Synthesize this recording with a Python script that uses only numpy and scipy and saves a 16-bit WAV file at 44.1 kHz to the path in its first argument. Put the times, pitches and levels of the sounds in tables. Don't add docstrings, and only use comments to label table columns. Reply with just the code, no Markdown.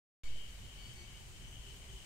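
import sys
import numpy as np
from scipy import signal
from scipy.fft import rfft, irfft
from scipy.io import wavfile
from scipy.ndimage import uniform_filter1d

SR = 44100
rng = np.random.default_rng(int(sys.argv[2]) if len(sys.argv) > 2 else 0)


def transcribe(signal):
    frames = np.atleast_2d(signal).T
    limited = np.clip(frames, -1, 1)
    pcm = np.round(limited * 32767).astype(np.int16)
    wavfile.write(sys.argv[1], SR, pcm)


N = 90404
T = np.arange(N) / SR
FREQS = np.arange(N // 2 + 1) * SR / N
START_S = .235

# frequency in Hz, left minus right in dB.
WATER_BALANCE = [(600, 0.5), (1300, 3), (2300, 7), (4000, 2), (6000, 2.5), (7600, 0.5), (10000, -6),
                 (15000, -1.5)]


def stream():
    # frequency in Hz, relative spectral level in dB.
    colour = [(200, 1), (500, -1), (800, -2), (1300, -3.5), (2300, 2), (3700, -2), (5400, -3.5),
              (7600, -3.5), (10000, -9.5), (13000, -13), (15500, -15)]
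    spectrum = wide_spectrum(colour) * pan(at(WATER_BALANCE, FREQS))
    octave = np.clip(np.log2((FREQS + 1) / 250), 0, 6)
    wash = 0
    for k in range(7):
        layer = irfft(spectrum * np.maximum(1 - abs(octave - k), 0), N)
        wash += layer * amp(.8 * walk(25.02))
    fizz = amp(-70) * bubbles(per_s=900, low_hz=1990, high_hz=10600, cycles=2.2, spread_db=3.5)
    plips = amp(-78) * bubbles(per_s=45, low_hz=600, high_hz=2420, cycles=13, spread_db=6.5)
    swell = amp(.24 * walk(3.67))
    return (amp(-58.5) * unit(wash) + fizz + plips) * swell


def bubbles(per_s, low_hz, high_hz, cycles, spread_db, rise=.11):
    out = np.zeros((2, N))
    for when, pitch, strength, place in rng.random((int(per_s * N / SR), 4)):
        hz = low_hz * (high_hz / low_hz) ** pitch
        turns = np.arange(int(2 * cycles * SR / hz) + 2) * hz / SR
        phase = 2 * np.pi * (turns + rise * turns ** 2 / cycles / 2)
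        gain = amp(-spread_db * np.log(1 - .99 * strength))
        ring = gain * np.sin(phase) * np.exp(-np.pi * turns / cycles)
        sides = np.vstack([np.cos(np.pi * place), np.sin(np.pi * place)])
        add(out, when * N / SR, sides * pan(at(WATER_BALANCE, hz)) * ring)
    return unit(out)


def crickets(pulses_per_s=76, pulse_s=.0015, spread_hz=83):
    # time in seconds, relative level in dB, pitch in Hz.
    swells = [(0.24, -65, 3110), (0.42, -58, 3000), (0.594, -67, 3000), (0.72, -61, 3100),
              (0.73, -63.5, 2990), (0.906, -60, 3030), (0.95, -67.5, 3040), (1.172, -62, 2940),
              (1.286, -70.5, 2980), (1.432, -64.5, 3030), (1.442, -59.5, 3030), (1.508, -67, 3060),
              (1.528, -60, 3070), (1.828, -64.5, 3020), (1.874, -68, 2950), (1.888, -60.5, 3020),
              (2.018, -62, 2990), (2.04, -65, 2960)]
    times, level_db, centre_hz = np.array(swells).T
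    t = np.arange(int(8 * pulse_s * SR)) / SR
    pulse = (t / pulse_s) ** 2 * np.exp(-2 * t / pulse_s)
    near = np.zeros((2, N))
    for _ in range(2):
        when = 0
        for jitter, pitch, strength, left, right in rng.standard_normal((300, 5)):
            when += max(1 + .22 * jitter, .5) / pulses_per_s
            hz = np.interp(when, times, centre_hz) + spread_hz * pitch
            phase = 2 * np.pi * (hz * t + np.vstack([left, right]))
            add(near, when, amp(.5 * strength) * pulse * np.sin(phase))
    chorus = amp(-2) * unit(near) + amp(1) * band(3039, width_hz=180)
    return chorus * amp(np.interp(T, times, level_db)) * pan(8.5)


def high_insects():
    # centre in Hz, half width in Hz, midway level in dB, growth in dB per second,
    # left minus right in dB.
    hissers = [(6550, 520, -74, 4.5, 1.5), (7050, 290, -74, -2, -9), (8270, 530, -70.5, 3, -6.5),
               (3740, 41, -84.5, -16, 16)]
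    # start in seconds, length in seconds, level in dB.
    buzzes = [(.945, .125, -70), (1.41, .15, -71)]
    hiss = sum(band(hz, width) * amp(db + growth * (T - T.mean())) * pan(side)
               for hz, width, db, growth, side in hissers)
    buzz_level = sum(amp(db) * note(start, length, edge_s=.03) for start, length, db in buzzes)
    return hiss + buzz_level * band(6038, width_hz=55)


def bird(pitch_hz=2242, rise_hz_per_s=200, flutter_db=1.5):
    # start in seconds, length in seconds, fundamental in dB, octave in dB, before the echo.
    whistles = [(.20, 0.089, -58, -64), (.295, .11, -69, -70), (.765, .135, -64, -63),
                (.955, .095, -58.5, -65)]
    fundamental, octave = 0, 0
    for start, length, db, octave_db in whistles:
        hz = (pitch_hz + rise_hz_per_s * (T - start)) * (1 + .005 * walk(220))
        phase = 2 * np.pi * np.cumsum(hz) / SR + rng.uniform(0, 2 * np.pi, (2, 1))
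        flutter = amp(flutter_db * np.array([walk(60.6), walk(61)]))
        level = note(start, length, edge_s=.015) * flutter
        fundamental += level * amp(db) * np.sin(phase)
        octave += level * amp(octave_db) * np.sin(2 * phase)
    fundamental += amp(-4) * trees(fundamental[0])
    octave += amp(-1.5) * trees(octave[0])
    return fundamental * pan(7.5) + octave * pan(.5)


def trees(call, t60_s=2):
    tail = rng.standard_normal((2, N)) * amp(-60 * T / t60_s)
    echo = signal.fftconvolve(call[None], tail, axes=1)[:, :N]
    return np.array([unit(side) for side in echo]) * np.std(call)


def hoots():
    # start in seconds, length in seconds, pitch in Hz, level in dB.
    calls = [(0.952, 0.084, 365, -64), (1.267, 0.089, 395, -68), (1.576, 0.21, 398, -67),
             (1.846, .14, 385, -64)]
    out = 0
    for start, length, hz, db in calls:
        phase = 2 * np.pi * np.cumsum(hz * (1 + .0243 * walk(45))) / SR
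        out += amp(db) * note(start, length, edge_s=length / 2) * np.sin(phase)
    return out


def ticks(hz=14500, width_s=.00022):
    # time in seconds, peak level in dB.
    peaks = [(.937, -51), (1.765, -52)]
    return sum(amp(db) * np.exp(-((T - when) / width_s) ** 2) * np.sin(2 * np.pi * hz * (T - when))
               for when, db in peaks)


def rumble():
    # frequency in Hz, relative spectral level in dB.
    colour = [(15, -6.5), (28, -2), (48, 3.5), (85, -7), (115, -5.5), (160, -16), (220, -19.5),
              (310, -29.5), (390, -24.5), (500, -34.5), (900, -63.5)]
    # time in seconds, level in dB before the gusts.
    contour = [(0.5, -53.5), (0.572, -56), (0.606, -49.5), (0.684, -48.5), (0.714, -55), (0.872, -49),
               (0.898, -51.5), (1.606, -50.5), (1.632, -55), (1.678, -50), (2.03, -51.5), (2.04, -53)]
    level_db = np.interp(T, *np.array(contour).T) - .5 * walk(8.2)
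    return amp(level_db) * unit(irfft(wide_spectrum(colour), N))


def bump(rise_s=.058):
    age = np.maximum(T - START_S, 0) / rise_s
    return amp(-32.5) * age * np.exp(1 - age)


def wide_spectrum(colour):
    # frequency in Hz, correlation of left and right from 0 to 1.
    likeness = [(40, 0.59), (130, 0.98), (300, 0.79), (640, 0.76), (1400, 0), (4000, 0)]
    alike = np.clip(at(likeness, FREQS), 0, 1)
    mid, side = rfft(rng.standard_normal((2, N)))
    stereo = mid * np.sqrt(1 + alike) + np.array([[1], [-1]]) * side * np.sqrt(1 - alike)
    return stereo * amp(at(colour, FREQS))


def band(hz, width_hz):
    spectrum = rfft(rng.standard_normal((2, N)))
    return unit(irfft(spectrum / (1 + ((FREQS - hz) / width_hz) ** 2 / 2) ** 2, N))


def walk(per_s):
    hold = max(int(SR / per_s), 2)
    steps = np.repeat(rng.standard_normal(N // hold + 1), hold)
    return unit(uniform_filter1d(uniform_filter1d(steps, hold), hold)[:N])


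def note(start, length, edge_s):
    return np.clip((T - start) / edge_s, 0, 1) * np.clip((start + length - T) / edge_s + .5, 0, 1)


def add(out, start, sound):
    i = int(np.clip(start * SR, 0, N - 1))
    out[:, i:i + sound.shape[1]] += sound[:, :N - i]


def at(table, hz):
    freqs, values = np.array(table, float).T
    return np.interp(np.log(hz + 1), np.log(freqs), values)


def pan(db):
    gains = np.vstack([amp(db / 2), amp(-db / 2)])
    return gains / np.sqrt(np.mean(gains ** 2, axis=0))


def amp(db):
    return 10 ** (np.asarray(db) / 20)


def unit(x):
    return x / np.sqrt(np.mean(x ** 2) + 1e-20)


def scene():
    return stream() + rumble() + bump() + crickets() + high_insects() + bird() + hoots() + ticks()


def record(dry, top_hz=15600):
    lowpass = signal.ellip(10, .1, 70, top_hz, fs=SR, output="sos")
    return signal.sosfilt(lowpass, dry * (T >= START_S))


dry = scene()
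out = record(dry)
transcribe(out)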